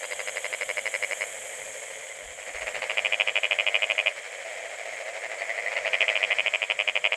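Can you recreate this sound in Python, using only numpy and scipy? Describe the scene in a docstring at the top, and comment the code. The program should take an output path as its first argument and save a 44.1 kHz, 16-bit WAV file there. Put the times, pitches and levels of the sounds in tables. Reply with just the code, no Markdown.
"""A rice field at night, heard from a path through a hand-held camera.
Three close frogs rattle out bouts of about 12 notes a second that swell and stop dead; each note is
four pulses of the vocal sac, the last often faint. Each pulse is a clap that rings in the sac.
Behind them another frog answers, a distant chorus of smeared pulse trains churns, insects shrill
in filtered noise, something peeps once, and the camera adds a faint rumble and soft bumps."""
import sys
import numpy as np
from scipy import signal
from scipy.fft import rfft, irfft, next_fast_len
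from scipy.io import wavfile
from scipy.ndimage import map_coordinates

SR = 44100
rng = np.random.default_rng(int(sys.argv[2]) if len(sys.argv) > 2 else 0)


def to_wav(s):
    """Save 16-bit WAV."""
    ch = np.atleast_2d(s).T  # columns
    pcm = np.round(np.clip(ch, -1, 1) * 32767)  # PCM
    wavfile.write(sys.argv[1], SR, pcm.astype(np.int16))


N = 315756

# Slow rides of the high layers. Each row: time in seconds, insects and thin high chorus in dB before trim.
HIGH_LAYERS = [(0, -41.5, -49.5), (1.5, -41, -52.5), (2.3, -45.5, -54), (2.6, -44.5, -57.5),
               (3.3, -46.5, -51.5), (5.1, -47.5, -58), (7.16, -48.5, -54.5)]


def amp(db):
    """Amplitude factor of a level in dB."""
    return 10 ** (np.asarray(db) / 20)


def unit(x):
    """x at rms 1."""
    return x / np.sqrt(np.mean(x ** 2) + 1e-20)


def along(points, hz):
    """(Hz, value) points read on a log frequency axis."""
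    f, v = np.transpose(points)
    return np.interp(np.log(hz + 1), np.log(f + 1), v)


def colour(points, hz):
    """Gain of a (Hz, dB) spectrum that falls away above its last point."""
    return amp(along(points, hz)) / np.maximum(hz / points[-1][0], 1) ** 4


def curves(rows):
    """One value per sample for each column after the time."""
    s, *cols = np.transpose(rows)
    return [np.interp(np.arange(N) / SR, s, c) for c in cols]


def wobble(rate):
    """A smooth random curve, rate knots a second."""
    knots = rng.standard_normal(int(N * rate / SR) + 4)
    place = np.arange(0, len(knots) - 1, 1 / 10)
    smooth = map_coordinates(knots, [place])
    return np.interp(np.arange(N) * rate / SR, place, smooth)


def filtered(x, response):
    """x times a response of frequency."""
    m = next_fast_len(N + SR // 2)
    return irfft(rfft(x, m) * response(np.fft.rfftfreq(m, 1 / SR)), m)[:N]


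def shaped(x, spectrum):
    """x coloured by the given spectrum, at rms 1."""
    return unit(filtered(x, lambda hz: colour(spectrum, hz)))


def add(track, s, sound):
    """Mix a sound into the track at time s."""
    i = round(s * SR)
    lo, hi = max(i, 0), min(i + len(sound), len(track))
    if hi > lo:
        track[lo:hi] += sound[lo - i:hi - i]


def close_frogs():
    """Three frogs beside the path, each with its own sac and pulse rate; the nearest calls twice."""
    # The beat of each bout, even between rows. Each row: note number, time in seconds.
    first_beat = [(0, .033), (3, .2754), (4, .3618), (7, .612), (9, .7724), (11, .9415), (13, 1.1126),
                  (14, 1.2096)]
    near_beat = [(0, 2.42), (3, 2.612), (4, 2.6715), (5, 2.747), (12, 3.2758), (13, 3.3573), (16, 3.5889),
                 (20, 3.9009), (22, 4.0623)]
    near_again_beat = [(0, 5.72), (1, 5.7692), (2, 5.8595), (7, 6.2303), (8, 6.3104), (11, 6.539),
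                       (13, 6.7012), (14, 6.792), (15, 6.878), (16, 6.9563), (17, 7.0435), (18, 7.1229)]
    low_beat = [(0, 4.452), (2, 4.577), (7, 4.928), (10, 5.158), (12, 5.318), (13, 5.4112), (16, 5.664),
                (18, 5.8495), (21, 6.109), (23, 6.306)]
    # What each vocal sac radiates. Each row: frequency in Hz, relative level in dB.
    first_sac = [(300, -66), (900, -16.5), (1300, -19), (1650, -12.5), (1950, -4.5), (2190, 4.5),
                 (2350, -0.5), (2550, -15), (2950, -9.5), (3400, -43), (4200, -23), (4700, -35),
                 (5250, -18), (5700, -67)]
    near_sac = [(300, -56), (800, -21), (1050, -15), (1600, -17.5), (1850, -13.5), (2100, -1), (2250, 0.5),
                (2420, 5.5), (2680, -2), (2980, -1.5), (3280, -8.5), (3700, -30), (4500, -34.5),
                (5200, -29), (5800, -51)]
    low_sac = [(300, -39), (950, -29), (1200, -30), (1600, -28), (1880, -2), (2060, 2.5), (2300, -7.5),
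               (2700, -19), (3400, -34), (4000, -36.5), (6000, -46)]

    notes = bout(first_beat, full_db=-14.5, soft_db=-26, swell_at=0.12, swell_s=0.15,
                 first_db=-2.0, last_db=-28)
    first = frog(notes, first_sac, full_db=-13.5, pulse_hz=101.93, third_db=-2.0, cord_hz=565,
                 cord_db=-13.0, sag=0.0079, blur=0.05, jitter=.00013)

    notes = bout(near_beat, full_db=-8.5, soft_db=-35.5, swell_at=0.22, swell_s=0.14,
                 first_db=-1.5, last_db=-16)
    notes += bout(near_again_beat, full_db=-9.5, soft_db=-26, swell_at=.005, swell_s=0.074,
                  first_db=-0.5, last_db=-26)
    near = frog(notes, near_sac, full_db=-9.5, pulse_hz=105.9, third_db=-2.0, cord_hz=615,
                cord_db=-15.0, sag=.016, blur=0.083, jitter=.00013)

    notes = bout(low_beat, full_db=-18.5, soft_db=-29.5, swell_at=.66, swell_s=0.16,
                 first_db=-.5, last_db=-6.5)
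    low = frog(notes, low_sac, full_db=-17.0, pulse_hz=109.3, third_db=-2.0, cord_hz=633,
               cord_db=-11.0, sag=0.0017, blur=0.062, jitter=0.00044)

    first = scattered(amp(1.27) * first, wet_db=-14.5)
    near = scattered(amp(0.93) * near, wet_db=-13)
    return first + near + scattered(low, wet_db=-8.0)


def bout(beat, full_db, soft_db, swell_at, swell_s, first_db, last_db):
    """Notes (s, dB, first pulse dB, last pulse dB) that start soft, swell swell_at s in, hold and stop dead."""
    # a note whose gap grows by halt_s starts weakly and runs on into its fourth pulse
    halt_s, halt_first_db, halt_last_db = 0.0085, -3.5, -6.5
    linger = 0.18  # dB that the fourth pulse gains for each dB of softer calling
    note_spread_db, last_spread_db = 0.76, 1.5

    number, when = np.transpose(beat)
    s = np.interp(np.arange(round(number[-1]) + 1), number, when)
    db = soft_db + (full_db - soft_db) / (1 + np.exp((s[0] + swell_at - s) / swell_s))
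    gap_growth = np.pad(np.diff(s, 2), (2, 0))
    halt = np.clip(gap_growth / halt_s, 0, 1)
    louder, longer = rng.standard_normal((len(s), 2)).T
    last = np.minimum(last_db + linger * (full_db - db) + last_spread_db * longer, 0)
    first = first_db + halt * (halt_first_db - first_db)
    last = last + halt * (halt_last_db - last)
    return list(zip(s, db + note_spread_db * louder, first, last))


def frog(notes, sac, full_db, pulse_hz, third_db, cord_hz, cord_db, sag, blur, jitter, slack_db=7):
    """Four pulses a note; below full effort the slack sac rings lower and broader, and the cords stand out."""
    out = np.zeros(N)
    for s, db, first_db, last_db in notes:
        chance = rng.standard_normal((4, 4))
        slack = np.clip(full_db - db, 0, slack_db)
        for k, rel_db in enumerate([first_db, 0, third_db, last_db]):
            late, louder, higher, sharper = chance[k]
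            # the last pulse comes late as the air runs out
            when = s + k / pulse_hz + 0.0007 * (k > 2) + jitter * late
            stretch = 1 - sag * slack + .006 * (k - 1) + .013 * higher
            focus = np.clip(1 - blur * slack + 0.0087 * sharper, .55, 2)
            clap = rasped(ring(sac, stretch, focus), rasp_db=-12.5 + 1.62 * slack)
            # the cords stand out more in slack notes and weak pulses
            wave = pulse(clap, cord_hz * stretch ** .5, cord_db + 0.82 * slack - 0.56 * rel_db)
            add(out, when - .0004 - len(wave) / 2 / SR, amp(db + rel_db + .5 * louder) * wave)
    # so small a body radiates little bass
    return filtered(out, lambda hz: 1 / (1 + (345 / (hz + 1)) ** 6))


def ring(sac, stretch, focus, snap=0.85, size=1024):
    """Ring of a vocal sac around one clap, peak 1; stretch scales its pitch, focus its resonances."""
    gain = colour(sac, np.fft.rfftfreq(size, 1 / SR) / stretch)
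    cepstrum = irfft(focus * np.log(gain + 1e-6))
    # snap 1 is an instant closure; below it the clap builds briefly
    cepstrum[1:size // 2] *= 1 + min(snap, 1)
    cepstrum[size // 2 + 1:] *= 1 - min(snap, 1)
    wave = np.fft.fftshift(irfft(np.exp(rfft(cepstrum))))
    return wave / np.abs(signal.hilbert(wave)).max()


def rasped(clap, rasp_db, spread=0.0025, size=512):
    """Slack cords chatter around the clap, so that no two pulses ring alike."""
    t = (np.arange(size) - size / 2) / SR
    chatter = rng.standard_normal(size) * np.exp(-(t / spread) ** 2 / 2)
    chatter /= np.linalg.norm(chatter)
    return clap + amp(rasp_db) * signal.fftconvolve(clap, chatter, "same")


def pulse(clap, cord_hz, cord_db, swell=0.0024, release=0.0016, lead=0.00042,
          graze_db=-21, graze_lead=0.002417):
    """The cords swing ever wider, graze each other once, then clap shut (times in s)."""
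    t = (np.arange(len(clap)) - len(clap) / 2) / SR + lead
    swing = np.exp(np.minimum(t, 0) / swell - np.maximum(t, 0) / release)
    cords = np.sin(2 * np.pi * cord_hz * t) * swing
    graze = amp(graze_db + 2 * rng.standard_normal()) * np.roll(clap, -round(graze_lead * SR))
    return amp(cord_db) * cords + graze + clap


def scattered(x, wet_db, count=12):
    """Plants and water scatter the sound; count noise tails cross-fade as the camera moves."""
    # Decay of the scatter. Each row: frequency in Hz, time to fall 60 dB in seconds.
    decay = [(300, 0.22), (2300, 0.069), (8000, 0.054)]
    out, place = x.copy(), np.linspace(0, count - 1, N)
    for k in range(count):
        hz, t, z = signal.stft(rng.standard_normal(SR // 4), SR, nperseg=256)
        fade = amp(-60 * t / along(decay, hz)[:, None])
        tail = signal.istft(z * fade, SR, nperseg=256)[1]
        tail /= np.linalg.norm(tail)
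        share = np.maximum(1 - np.abs(place - k), 0)
        i = np.flatnonzero(share)
        wet = signal.fftconvolve(x[i] * np.sqrt(share[i]), tail)
        add(out, i[0] / SR + 0.00197, amp(wet_db) * wet)
    return out


def far_frog():
    """The same kind of call, blurred on its way through the rice."""
    # The beat, even between rows. Each row: note number, time in seconds.
    far_beat = [(0, 1.285), (6, 1.757), (8, 1.885), (11, 2.1), (12, 2.19)]
    # What the vocal sac radiates. Each row: frequency in Hz, relative level in dB.
    far_sac = [(300, -40), (900, 6), (1500, -7), (2130, 19), (2700, -7), (3900, -10), (4400, -40),
               (6500, -6)]
    notes = bout(far_beat, full_db=-33.5, soft_db=-43.5, swell_at=0.14, swell_s=0.035,
                 first_db=2, last_db=-3)
    call = frog(notes, far_sac, full_db=-32.5, pulse_hz=108.15, third_db=2.0, cord_hz=544,
                cord_db=-3.0, sag=0.0083, blur=0.011, jitter=.0006)
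    return scattered(call, wet_db=-10.5)


def chorus():
    """Distant frogs fill the bands of cords and sac; a smaller kind calls higher up."""
    # Slow rides of the chorus. Each row: time in seconds, croak and rattle bands in dB before trim.
    band_levels = [(0, -46.5, -49), (1.3, -46, -46), (2.0, -51, -46), (2.32, -47.5, -50), (2.6, -45, -43),
                   (4.2, -46.5, -44), (5.1, -44.5, -44.5), (6.1, -43, -38), (6.7, -50.5, -44),
                   (7.16, -48.5, -47)]
    # Spectra of the three bands. Each row: frequency in Hz, relative level in dB.
    croak_spectrum = [(150, -44.5), (300, -24), (400, -11.5), (530, 4.5), (690, 2), (850, -13),
                      (1200, -17.5), (2000, -7.5)]
    rattle_spectrum = [(600, -32.5), (1000, -9), (1450, -9.5), (1800, -2), (2150, 5.5), (2400, 2.5),
                       (2750, -8), (3700, -20), (5500, -16), (8000, -28)]
    thin_spectrum = [(2400, -34), (2900, -3), (3220, 5), (3450, -9), (3750, -11), (5000, -26.5),
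                     (7000, -42)]

    croak_db, rattle_db = curves(band_levels)
    _, thin_db = curves(HIGH_LAYERS)
    callers = crowd(note_hz=12.3, pulse_hz=103.84, haze_db=-2)
    croak = amp(croak_db + 2.0) * shaped(callers, croak_spectrum)
    rattle = amp(rattle_db + 1.0) * shaped(callers, rattle_spectrum)
    small_callers = crowd(note_hz=14, pulse_hz=118.4, haze_db=-1.5, count=3)
    thin = amp(thin_db + 1.5) * shaped(small_callers, thin_spectrum)
    return croak + rattle + thin


def crowd(note_hz, pulse_hz, haze_db, count=5, smear=0.0035, size=1024):
    """Pulse trains of distant callers, each swelling in its own time, over the noise haze of countless others."""
    out = np.zeros(N)
    for _ in range(count):
        notes = rng.random() + np.cumsum(note_hz * (1 + .07 * wobble(2))) / SR
        pulses = np.cumsum(pulse_hz * (1 + .06 * wobble(25))) / SR
        clicks = np.diff(np.floor(pulses), prepend=0)
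        sounding = notes % 1 < .38
        train = clicks * sounding * amp(1.84 * wobble(2.38))
        # many paths through the stalks smear each pulse
        paths = rng.standard_normal(size) * np.exp(-np.arange(size) / SR / smear)
        out += signal.oaconvolve(train, unit(paths))[:N]
    return unit(out) + amp(haze_db) * rng.standard_normal(N)


def insects():
    """Bush crickets shrill in wing strokes; the treble dulls as the camera turns from them."""
    # Spectrum of the massed song. Each row: frequency in Hz, relative level in dB.
    song_spectrum = [(3060, -55), (5200, -22.5), (5330, -19.5), (6240, -7.5), (6710, 1.5), (7620, 2.5),
                     (8280, 0), (8840, -4.5), (10000, -12.5), (11600, -14), (12200, -22), (12400, -25),
                     (16100, -55), (22000, -120)]
    # Wing resonances of single crickets. Each row: frequency in Hz, half width in Hz, level in dB
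    # against the massed song, before the strokes and a random waver.
    wings = [(6550, 65, -14.5), (7370, 76, -12.5), (7840, 66, -14)]

    def strokes(hz):
        return np.sin(2 * np.pi * np.cumsum(hz * (1 + 0.026 * wobble(7.1))) / SR)

    level_db, _ = curves(HIGH_LAYERS)
    buzz = amp(1.13 * strokes(hz=38.9) + 0.75 * strokes(hz=123.4) + 0.36 * wobble(11))
    song = shaped(buzz * rng.standard_normal(N), song_spectrum)
    for wing_hz, width_hz, db in wings:
        tone = filtered(rng.standard_normal(N), lambda hz: 1 / (1 + ((hz - wing_hz) / width_hz) ** 2))
        waver = amp(4.2 * wobble(8.1))
        song += amp(db) * waver * buzz * unit(tone)
    # the top moves further than the rest whenever the level moves
    top = filtered(song, lambda hz: 1 / (1 + (8800 / (hz + 1)) ** 12))
    facing_db = level_db - level_db.mean()
    return amp(level_db - 2.0) * (song + (amp(0.85 * facing_db) - 1) * top)


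def peep(hz=4500, db=-50):
    """One thin, faint peep from the grass: a sine with an unsteady phase."""
    start, length = 5.375, .06  # s
    t = np.arange(N) / SR
    swell = np.sin(np.pi * np.clip((t - start) / length, 0, 1))
    return amp(db) * swell * np.sin(2 * np.pi * hz * t + 1.0 * wobble(260))


def handling():
    """Low noise: a faint rumble that rises and falls with the walking, and soft bumps of the hand."""
    # Bumps of the hand on the camera. Each row: centre in seconds, level in dB, bell width in seconds.
    bump_rows = [(2.28, -54, 0.025), (2.40, -67, 0.023), (2.557, -50, 0.0098), (2.643, -55, 0.033)]
    t = np.arange(N) / SR
    bumps = sum(amp(db) * np.exp(-((t - s) / length) ** 2 / 2) for s, db, length in bump_rows)
    thud = shaped(rng.standard_normal(N), [(20, -17.0), (42, -2), (65, -5), (100, -26)])
    rumble = shaped(rng.standard_normal(N), [(20, -5), (60, -2.5), (150, -1.0), (300, -2.5)])
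    walking_db = np.interp(t, [1.2, 1.7, 2.0, 2.7, 4.3, 6.0], [-70, -65, -75, -66.5, -76.5, -71.5])
    return bumps * thud + amp(walking_db + 3.1 * wobble(16)) * rumble


def scene():
    """The whole field on one channel."""
    return (close_frogs() + far_frog() + chorus() + insects() + peep() + handling())[None]


def record(dry):
    """The camera keeps nothing above its band limit."""
    top_hz = 12250
    return np.array([filtered(x, lambda hz: hz < top_hz) for x in dry])


dry = scene()
out = record(dry)
to_wav(out)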